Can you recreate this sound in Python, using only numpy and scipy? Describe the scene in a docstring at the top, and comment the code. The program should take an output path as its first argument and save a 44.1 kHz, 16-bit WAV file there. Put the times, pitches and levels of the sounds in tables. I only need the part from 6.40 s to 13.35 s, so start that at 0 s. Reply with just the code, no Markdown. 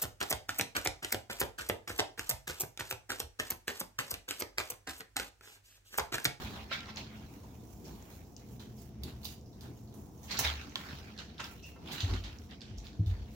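"""A tiled kitchen with small puppies romping. Claws tick and skid on the tiles; paws scuff and stir
wood pellets (gritty friction noise), and a pad squeaks once by stick-slip. Knocks ring the modes of a
plastic litter tray, bumped cupboard doors thud at their own low pitches, and soft paws set the floor
booming. Behind it all: a refrigerator's wavering hum and the room's hush."""
import sys
import numpy as np
from scipy import signal
from scipy.fft import rfft, irfft, next_fast_len
from scipy.io import wavfile
from scipy.ndimage import uniform_filter1d

SR = 44100
rng = np.random.default_rng(int(sys.argv[2]) if len(sys.argv) > 2 else 0)


def master_out(mix):
    """Clip the mix to full scale and print it as 16-bit PCM to the path in sys.argv[1]."""
    frames = np.transpose(np.atleast_2d(mix))
    ceiling = np.clip(frames, -1, 1)
    pcm = np.round(ceiling * 32767).astype(np.int16)
    wavfile.write(sys.argv[1], SR, pcm)


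N = 306488

# room decay: f/Hz, t60/s
ROOM_T60 = [(300, 0.12), (1300, 0.47), (3500, 0.35), (9000, 0.31), (15000, 0.16)]
# left-right likeness of noise: f/Hz, coherence (clipped to 0..1)
COHERENCE = [(60, 0.94), (180, 0.92), (550, 0.67), (1650, -0.24), (4970, -1.3), (15000, -0.03)]
# microphone response: f/Hz, gain/dB
MIC_RESPONSE = [(6800, -1.5), (8200, -7), (10000, -5), (13000, -5), (15400, -4.5)]
# channel balance: f/Hz, left minus right/dB
MIC_BALANCE = [(60, 0.5), (180, 0.5), (550, -0.5), (1650, 0.5), (4970, 0.5), (15000, 2)]

# noise spectra: f/Hz, relative density/dB
HUSH_SPECTRUM = [(15, -40), (25, -78.5), (58, -1), (90, 3), (226, -1.5), (313, -22), (483, -3.5),
                 (553, -15), (706, -6.5), (1550, -72), (3150, -58), (5570, -22.5), (9330, -45),
                 (15200, -39), (15900, -35), (17000, -22)]  # room
BOOM_SPECTRUM = [(25, 6), (45, 24.5), (70, 35.5), (100, 29.5), (140, -25)]  # floor
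FOOT_SPECTRUM = [(80, -7.5), (130, 1.5), (250, 1.5), (420, -5), (700, -40)]  # soft paws
SCRAPE_SPECTRUM = [(710, -49), (1200, 2.5), (1620, 5.5), (1820, 1.5), (2130, 4), (2860, 2.5), (3660, 2.5),
                   (4240, 1.5), (6030, -8.5), (8500, -19), (11000, -58), (18700, -120)]  # paw friction
FIZZ_SPECTRUM = [(5000, 9.5), (6800, 17.5), (9000, 14.5), (12000, 15.5), (14500, 20.5), (15900, 22),
                 (17000, -9)]  # treble of near paws
WEIGHT_SPECTRUM = [(300, -32), (500, -3), (900, 3), (1400, -11), (2200, -26)]  # paws pressing on the floor

# refrigerator lines: f/Hz, width/Hz
HUM_LINES = [(120, 4.5), (213.5, 4.9)]
# their wavering: t/s, lower line level/dB, upper line level/dB
HUM_LEVELS = [(0.0, -60, -59), (0.8, -58.5, -55.5), (1.9, -59, -68.5), (2.2, -52.5, -65),
              (2.65, -51, -50.5), (3.15, -57.5, -62), (3.5, -49, -56.5), (3.85, -59.5, -57.5),
              (5.4, -75, -61.5), (6.3, -60, -58.5), (6.95, -53, -58)]
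# tumbles on the floor: t/s, level/dB
TUMBLES = [(0, -41), (2.75, -49), (3.9, -48), (4.55, -55), (5.79, -42), (6.35, -46.5), (6.72, -39)]
# heavier soft steps: t/s, level/dB
STEPS = [(.02, -45), (.11, -42), (.43, -57), (.62, -49), (0.969, -51.5), (1.23, -52.5), (1.45, -47),
         (1.53, -45.5), (2.14, -48.5), (2.27, -50), (2.67, -45), (3.3, -45.5), (3.6, -49), (4.01, -40.5),
         (4.29, -50), (4.38, -53), (4.53, -47.5), (4.67, -54), (5.46, -49.5), (5.54, -45), (5.73, -37.5),
         (5.87, -52.5), (6.6, -48)]
# cupboard bumps: t/s, level/dB, f/Hz, t60/s, rise/ms
DOOR_BUMPS = [(0.087, -51, 166, 0.38, 11), (2.572, -40, 68.4, 0.57, 17), (4.017, -33, 73.2, 0.71, 30),
              (4.522, -42.5, 134, .15, 8), (5.627, -22, 92.2, 0.1, 17), (5.68, -27, 51.6, 0.51, 9.7),
              (5.701, -26, 92, 0.13, 19), (6.303, -34.5, 99, 0.092, 12), (6.352, -37, 50.7, 0.35, 13),
              (6.592, -19, 102.9, 0.19, 6.7), (6.593, -27, 165, 0.13, 3.5),
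              (6.592, -43.5, 309.5, 0.21, 8.1), (6.643, -30.5, 52.9, 0.57, 38),
              (6.655, -23.5, 92.5, 0.29, 14)]
# tray modes: f/Hz, relative level/dB, t60/s
TRAY_MODES = [(900, -12, .025), (1075, -3, .05), (1368, 0, .06), (1590, -3, .04), (1800, -5, .03),
              (2090, -6, .04), (2320, -6, .03), (2620, -6, .04), (3060, -6, .03), (3800, -7, .02),
              (4700, -9, .015)]
# tray knocks: t/s, level/dB, contact/ms
TRAY_KNOCKS = [(0.315, -24.5, 10.5), (0.487, -37, 9.8), (3.992, -23.5, 5.5), (4.048, -45, 11),
               (4.36, -31, 3.3), (4.998, -29.5, 11.5), (5.363, -45.5, 7.9), (5.701, -37, 7.6),
               (6.692, -78, 15)]
# pad squeak: peak t/s, level/dB, rise/(dB/s), fade/(dB/s), f/Hz
PAD_SQUEAKS = [(5.25, -47, 700, 450, 2700)]
# distant shuffling: t/s, scrape level/dB, fizz level/dB, weight level/dB
FAR_SHUFFLE = [(0, -89, -66, -66), (.68, -57, -71.5, -65.5), (1.3, -75, -63, -65.5),
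               (1.95, -102, -67.5, -67.5), (2.5, -69, -91, -69.5), (3.1, -101, -71, -69),
               (3.7, -99, -69.5, -67), (4.25, -88, -64.5, -66), (4.9, -62, -92, -65), (5.2, -65, -78, -75),
               (5.42, -86, -82, -59), (6.04, -94, -68, -69), (6.5, -96, -120, -67.5), (6.95, -73, -61, -72)]
# scuffs: peak t/s, level/dB, rise/(dB/s), fade/(dB/s), fizz offset/dB, weight offset/dB
PAW_SCUFFS = [(.04, -47.5, 30, 122, -5.5, -0.5), (0.172, -46.5, 102, 117, -14, -1.5),
              (0.328, -34, 900, 143, -22, -16), (.5, -45, 153, 300, -36, -7),
              (0.581, -41, 500, 190, -17, -7.5), (.76, -55.5, 300, 102, -8, -5),
              (.93, -72.5, 200, 120, 12, 12), (1.04, -69.5, 602, 80, 3, 11),
              (1.31, -77, 800, 102, 16.5, -1), (1.47, -59.5, 298, 48, 0, 2), (1.56, -70, 300, 80, 3, -4),
              (1.72, -60, 144, 106, 2, -4), (1.99, -63.5, 700, 80, -6, -11), (2.13, -75, 150, 150, 16, 10),
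              (2.202, -55, 2000, 134, -2.5, -2), (2.42, -78.5, 137, 160, 22.5, -17),
              (2.632, -63, 1300, 450, -4, 6), (2.692, -55, 264, 170, -3.5, 0),
              (2.856, -57, 500, 500, 8.5, 4), (2.92, -60.5, 117, 246, 8, -3),
              (3.215, -76, 1500, 133, 16, -2), (3.25, -59, 159, 142, -8, 0.5),
              (3.35, -77, 500, 63, 10.5, -5), (3.545, -78.5, 2000, 47, 16.5, 18),
              (3.85, -62, 246, 159, 8.5, 6), (3.914, -36, 695, 140, -12.5, -10.5),
              (3.993, -45.5, 4000, 900, 20, 0), (4.005, -41, 2000, 196, 2.5, 1.5),
              (4.049, -27, 594, 160, -18, -12), (4.22, -50.5, 67, 92, -30, -10),
              (4.37, -48, 798, 35, -9, -12), (4.51, -48, 78, 79, -17, -7),
              (4.799, -46.5, 600, 202, -20, -10), (5.004, -36.5, 1200, 600, -28, -6),
              (5.048, -45, 450, 193, -7, -11), (5.12, -63.5, 294, 150, 6.5, 5),
              (5.27, -58, 300, 158, 1, -16), (5.5, -45.5, 256, 41, -12.5, -7),
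              (5.525, -47, 2000, 180, 1, -15), (5.615, -41.5, 142, 160, -14, -17),
              (5.7, -51, 202, 200, -13, -1), (5.75, -45, 115, 256, -28, -4),
              (5.85, -48.5, 900, 107, -25, -8.5), (6.05, -72.5, 146, 300, 6, 0),
              (6.12, -49.5, 700, 234, -33, -12), (6.22, -58, 500, 28, -25, -15),
              (6.46, -59.5, 380, 208, -3.5, -4), (6.67, -71.5, 1500, 120, 10, 0),
              (6.7, -58.5, 230, 35, -24, -3.5)]
# claw strikes: t/s, level/dB, f/Hz, treble/dB, left minus right/dB (clipped), room send/dB, skid/ms
CLAW_STRIKES = [(0.0483, -37, 3560, -9, 10, 7, 2.2), (0.1411, -44, 3630, -27, -4.0, 6, 2.4),
                (0.406, -33, 3550, -35, -13, -12, 1.8), (0.4585, -40, 4370, -38, -4.5, -12, 2),
                (0.485, -40, 2700, -39, -4, -19, 2.3), (0.5606, -34.5, 6100, -34, 5, -7, 1.5),
                (0.571, -27.5, 4200, -30, -26, 1, 4.2), (1.447, -54, 5530, -16, -1.5, 16, 4),
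                (1.625, -44, 6460, -24, 7, -7, 1.9), (1.9654, -35, 6000, -30, 7, -4, 2.8),
                (2.196, -40.5, 3520, -4, -7, 7, 3.5), (2.38, -49, 5470, 0, 5, 12, 2),
                (2.6348, -22, 4200, 4.5, -12, -2.5, 4.5), (2.8325, -43, 4250, -15, -5.5, 5, 2.2),
                (2.8462, -24, 4700, 5.5, -14, 9.5, 1.4), (2.8534, -19.5, 3740, 2, -17, -3, 2.8),
                (3.012, -49, 6300, -30, 6, -8, 1.5), (3.2095, -34, 4300, 1.5, -9, 3, 1.3),
                (3.5406, -31.5, 6260, 15, 9, 2, 2.3), (3.8322, -43.5, 6300, -3.5, -6, 8.5, 2.3),
                (3.8821, -40, 2730, -16, -5, 7, 2), (3.9095, -29, 4100, -29, -15, 11.5, 1.8),
                (3.971, -24, 4100, -29, -9, 8.5, 2.1), (3.9903, -8, 5800, 4, -11, 2.5, 2),
                (4.209, -44, 2500, -42, -9, 8.5, 2), (4.2961, -45, 5800, -12, -10, 2, 2),
                (4.357, -16.5, 3230, -14, -4.5, -11, 2.3), (4.628, -49, 2550, -27, -3.0, -5, 2.2),
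                (4.7008, -58.5, 3960, -29, 11, -7, 2), (4.778, -35, 4140, -28.5, -7, -0.5, 2),
                (4.788, -33, 3900, -37, -20, 2, 4.6), (4.9815, -37, 3550, -32, -4.0, 5, 1.8),
                (4.9974, -32, 2420, -28, 2, 6, 1.1), (5.0434, -31, 5470, -35, -14, -3, 2),
                (5.228, -48, 5600, -18, -5, 12, 2.2), (5.2413, -46.5, 5000, -26, -7, 3, 3),
                (5.4939, -51, 3670, -21, -3.0, 2, 2), (5.5212, -29, 3740, -3, -9, 8.5, 2),
                (5.6056, -22, 3970, -43, -16, -0.5, 2), (5.738, -31, 3830, -29, -11, -1.5, 10),
                (5.79, -41, 3970, -27, -4.5, -6, 2), (5.8393, -32, 3560, -35, -5.0, 2.5, 3.9),
                (5.9867, -40.5, 5370, -29, -17, -8, 3.2), (6.111, -40, 3880, -28, -9, -11, 2),
                (6.2084, -39.5, 4700, -29, -11, 1, 2.3), (6.2172, -34.5, 3920, -43, -24, -0.5, 3.4),
                (6.2796, -52, 3220, -34, 2, 12, 2), (6.3754, -50, 6100, -7, -3.0, 15, 2.3),
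                (6.384, -34.5, 5570, -4, -1, -9, 3.2), (6.452, -42.5, 3980, -22, -5.5, 5, 2.2),
                (6.4689, -34, 3670, -30, -17, -2.5, 0.92), (6.5316, -48, 4320, -27, 4, 1, 2),
                (6.6613, -41.5, 4070, -6, -12, 6, 4.5)]


def gain_of(db):
    return 10 ** (np.asarray(db) / 20)


def unit_rms(x):
    return x / np.sqrt(np.mean(x ** 2) + 1e-20)


def at_hz(points, hz):
    """Table value, interpolated over log frequency."""
    f, value = np.transpose(points)
    return np.interp(np.log(hz + 1), np.log(f + 1), value)


def curves(rows):
    """Columns of a time table at every sample."""
    times_s, *columns = np.transpose(rows)
    return [np.interp(np.arange(N) / SR, times_s, column) for column in columns]


def add(mix, start_s, sound):
    part = mix[..., round(start_s * SR):][..., :sound.shape[-1]]
    part += sound[..., :part.shape[-1]]


def swells(peak_s, db, rise_db_s, fade_db_s, floor_db):
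    """Envelope of peaks with straight dB slopes, power-summed over a floor."""
    t = np.arange(0, N / SR + .01, .002)
    since_s = t - np.reshape(peak_s, (-1, 1))
    slope = np.where(since_s < 0, np.reshape(rise_db_s, (-1, 1)), -np.reshape(fade_db_s, (-1, 1)))
    power = (gain_of(np.reshape(db, (-1, 1)) + slope * since_s) ** 2).sum(0)
    return np.sqrt(np.interp(np.arange(N) / SR, t, power) + gain_of(floor_db) ** 2)


def resonate(x, hz, width_hz, order=1):
    """Unity-gain resonance, applied order times: shift to 0 Hz, smooth, shift back."""
    carrier = np.exp(2j * np.pi * np.cumsum(np.full(len(x), hz)) / SR)
    pole = np.exp(-np.pi * width_hz / SR)
    for _ in range(order):
        x = 2 * (carrier * signal.lfilter([1 - pole], [1, -pole], x / carrier + 1e-18)).real
    return x


def noise(spectrum, fft_size, patchy_db=0):
    """Unit-RMS stereo noise; patchy_db adds drifting patches to its spectrum."""
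    hop = fft_size // 4
    hz = np.fft.rfftfreq(fft_size, 1 / SR)
    left_re, left_im, other_re, other_im, patches = rng.standard_normal((N // hop + 5, len(hz), 5)).T
    patches = uniform_filter1d(patches, size=len(hz) // 40, axis=0)
    patches = unit_rms(uniform_filter1d(patches, size=2048 // hop, axis=1))
    coherence = np.clip(at_hz(COHERENCE, hz), 0, 1)[:, None]
    left = left_re + 1j * left_im
    right = coherence * left + np.sqrt(1 - coherence ** 2) * (other_re + 1j * other_im)
    bins = np.array([left, right]) * gain_of(at_hz(spectrum, hz)[:, None] + patchy_db * patches)
    return unit_rms(signal.istft(bins, nperseg=fft_size, noverlap=fft_size - hop)[1][:, :N])


def reverb(x):
    """Reflections off tiles and cupboards: sparse random-sign taps, each band with its own decay."""
    taps = np.zeros((2, SR // 2))
    grid = np.arange(90, SR // 2 - 12, 12)
    delays = grid + rng.integers(0, 12, (2, len(grid)))
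    np.put_along_axis(taps, delays, rng.choice([-1., 1.], delays.shape), 1)
    hz, t, bins = signal.stft(taps, SR, nperseg=256)
    decay = gain_of(-60 * t / at_hz(ROOM_T60, hz)[:, None])
    tail = signal.istft(bins * decay, SR, nperseg=256)[1]
    return signal.fftconvolve(x[None], tail / np.linalg.norm(tail[0]), axes=1)[:, :N]


def room_hush():
    """Steady, mostly low noise."""
    return gain_of(-56.5) * noise(HUSH_SPECTRUM, fft_size=2048)


def refrigerator():
    """Two wavering hum lines, each a sine plus narrow noise, and a thin whine."""
    t = np.arange(N) / SR
    hum = np.zeros(N)
    for (hz, width_hz), db in zip(HUM_LINES, curves(HUM_LEVELS)):
        fuzz = unit_rms(resonate(rng.standard_normal(N), hz, width_hz))
        hum += gain_of(db) * unit_rms(0.79 * np.sin(2 * np.pi * hz * t) + fuzz)
    whine = unit_rms(resonate(rng.standard_normal(N), hz=5570, width_hz=60))
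    return hum + gain_of(-85) * whine


def paw_padding():
    """Tumbles boom through the floor and soft paws patter: swells of low noise."""
    boom = swells(*np.transpose(TUMBLES), rise_db_s=140, fade_db_s=70, floor_db=-53.5)
    feet = swells(*np.transpose(STEPS), rise_db_s=150, fade_db_s=236, floor_db=-54.5)
    return boom * noise(BOOM_SPECTRUM, fft_size=4096) + feet * noise(FOOT_SPECTRUM, fft_size=2048)


def cupboard_thuds():
    """A bumped door panel swings up and dies away at its own low pitch."""
    out, t = np.zeros(N), np.arange(SR // 2) / SR
    for start_s, db, hz, t60_s, rise_ms in DOOR_BUMPS:
        swing = (1 - np.exp(-(t * 1000 / rise_ms) ** 2)) * gain_of(-60 * t / t60_s)
        add(out, start_s, gain_of(db) * swing / swing.max() * np.sin(2 * np.pi * hz * t))
    return out


def tray_knocks():
    """A short rattling contact rings the plastic tray's modes."""
    out, t = np.zeros(N), np.arange(6000) / SR
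    ring = sum(gain_of(db - 60 * t / t60_s) * np.sin(2 * np.pi * hz * t) for hz, db, t60_s in TRAY_MODES)
    for time_s, db, contact_ms in TRAY_KNOCKS:
        progress = t[:1200] * 1000 / contact_ms
        rattle = rng.standard_normal(len(progress)) * progress * np.exp(-2 * progress)
        knock = signal.fftconvolve(rattle, ring)
        add(out, time_s - .004, gain_of(db) * knock / abs(knock).max())
    return np.array([gain_of(-5) * out, out]) + gain_of(-7) * reverb(out)


def pad_squeak():
    """A pad sticks and slips on tile: one rough, narrow tone."""
    peak_s, db, rise_db_s, fade_db_s, hz = PAD_SQUEAKS[0]
    fuzz = unit_rms(resonate(rng.standard_normal(N), hz, width_hz=200, order=2))
    tone = unit_rms(np.sin(2 * np.pi * hz * np.arange(N) / SR) + 0.73 * fuzz)
    tone *= swells(peak_s, db, rise_db_s, fade_db_s, floor_db=-200)
    return np.array([gain_of(-1) * tone, tone]) + gain_of(-4) * reverb(tone)


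def paw_scuffs(grains_per_s=160, grain_s=0.002):
    """Friction hiss roughened by pellet grains, over the duller noise of weight on the floor."""
    peak_s, db, rise, fade, fizz_db, weight_db = np.transpose(PAW_SCUFFS)
    far_scrape_db, far_fizz_db, far_weight_db = curves(FAR_SHUFFLE)
    grains = gain_of(3 * np.minimum(rng.exponential(1, N), 3)) * (rng.random(N) < grains_per_s / SR)
    grains = signal.lfilter([1], [1, -np.exp(-1 / (grain_s * SR))], grains)
    grit = unit_rms(1 + 0.45 * grains)
    fizz = noise(FIZZ_SPECTRUM, fft_size=256, patchy_db=1.2)
    fizz *= swells(peak_s, db + fizz_db, rise, fade, far_fizz_db)
    scrape = noise(SCRAPE_SPECTRUM, fft_size=256, patchy_db=3.5)
    scrape *= swells(peak_s, db, rise, fade, far_scrape_db)
    weight = noise(WEIGHT_SPECTRUM, fft_size=512, patchy_db=1.2)
    weight *= swells(peak_s, db + weight_db, rise, fade, far_weight_db)
    hiss = scrape + gain_of([[-3], [3]]) * fizz
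    return grit * hiss * gain_of([[-1.5], [1.5]]) + weight


def light_strikes(rate_per_s=9.3):
    """Lighter claw strikes at random times, as rows like CLAW_STRIKES."""
    draws = rng.random((round(rate_per_s * N / SR), 4))
    return [(when * N / SR, -52 + 6 * np.log(force + .1), 3500 + 3300 * pitch, -14 + 14 * near, -4, 3, 2)
            for when, force, pitch, near in draws]


def claw_ticks(near_treble_db=-19, near_lag_samples=7):
    """A claw tip strikes tile, rings a few cycles and skids; near ones are bright and lag on the left."""
    direct, sends = np.zeros((2, N)), np.zeros((3, N))
    t = np.arange(900) / SR
    highpass = signal.butter(2, 10500, "high", fs=SR, output="sos")
    bandpass = signal.butter(3, [2400, 7400], "band", fs=SR, output="sos")
    strikes = list(CLAW_STRIKES) + light_strikes()
    for k, (start_s, db, hz, treble_db, pan_db, room_db, skid_ms) in enumerate(strikes):
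        skids = .12 * rng.standard_normal((2, len(t))) * np.exp(-t * 1000 / skid_ms)
        mid_drive, treble_drive = (t == 0) + skids
        ring = unit_rms(resonate(mid_drive, hz, width_hz=1500, order=2))
        edge = unit_rms(signal.sosfilt(bandpass, mid_drive))
        treble = gain_of(treble_db) * unit_rms(signal.sosfilt(highpass, treble_drive))
        body = unit_rms(ring + 0.12 * edge)
        gain = gain_of(db) / abs(body + treble).max()
        lag_s = near_lag_samples / SR * (treble_db > near_treble_db)
        left_share = 1 / (1 + gain_of(-np.clip(pan_db, -9, 5)))
        add(direct[0], start_s + lag_s, 2 * left_share * gain * (body + gain_of(-12) * treble))
        add(direct[1], start_s, 2 * (1 - left_share) * gain * (body + treble))
        # walls get the tick from all sides: less marked pitch
        diffuse = unit_rms(1.4 * ring + edge) + treble
        add(sends[k % 3], start_s, gain * gain_of(room_db) * diffuse)
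    return direct + gain_of([[-2.5], [1.5]]) * sum(reverb(send) for send in sends)


def scene():
    puppies = claw_ticks() + tray_knocks() + cupboard_thuds() + pad_squeak() + paw_scuffs() + paw_padding()
    return puppies + refrigerator() + room_hush()


def record(dry, low_cut_hz=38, band_limit_hz=15950):
    """Bass roll-off, microphone response and balance, band limit."""
    dry = signal.sosfilt(signal.butter(3, low_cut_hz, "high", fs=SR, output="sos"), dry)
    fft_size = next_fast_len(N + 4096)
    hz = np.fft.rfftfreq(fft_size, 1 / SR)
    lean_db = at_hz(MIC_BALANCE, hz) / 2
    response = gain_of(at_hz(MIC_RESPONSE, hz) + [lean_db, -lean_db])
    coloured = irfft(rfft(dry, fft_size) * response, fft_size)[:, :N]
    lowpass = signal.firwin(511, band_limit_hz, window=("kaiser", 9), fs=SR)
    return signal.oaconvolve(coloured, lowpass[None], "same")


dry = scene()
out = record(dry)
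master_out(out)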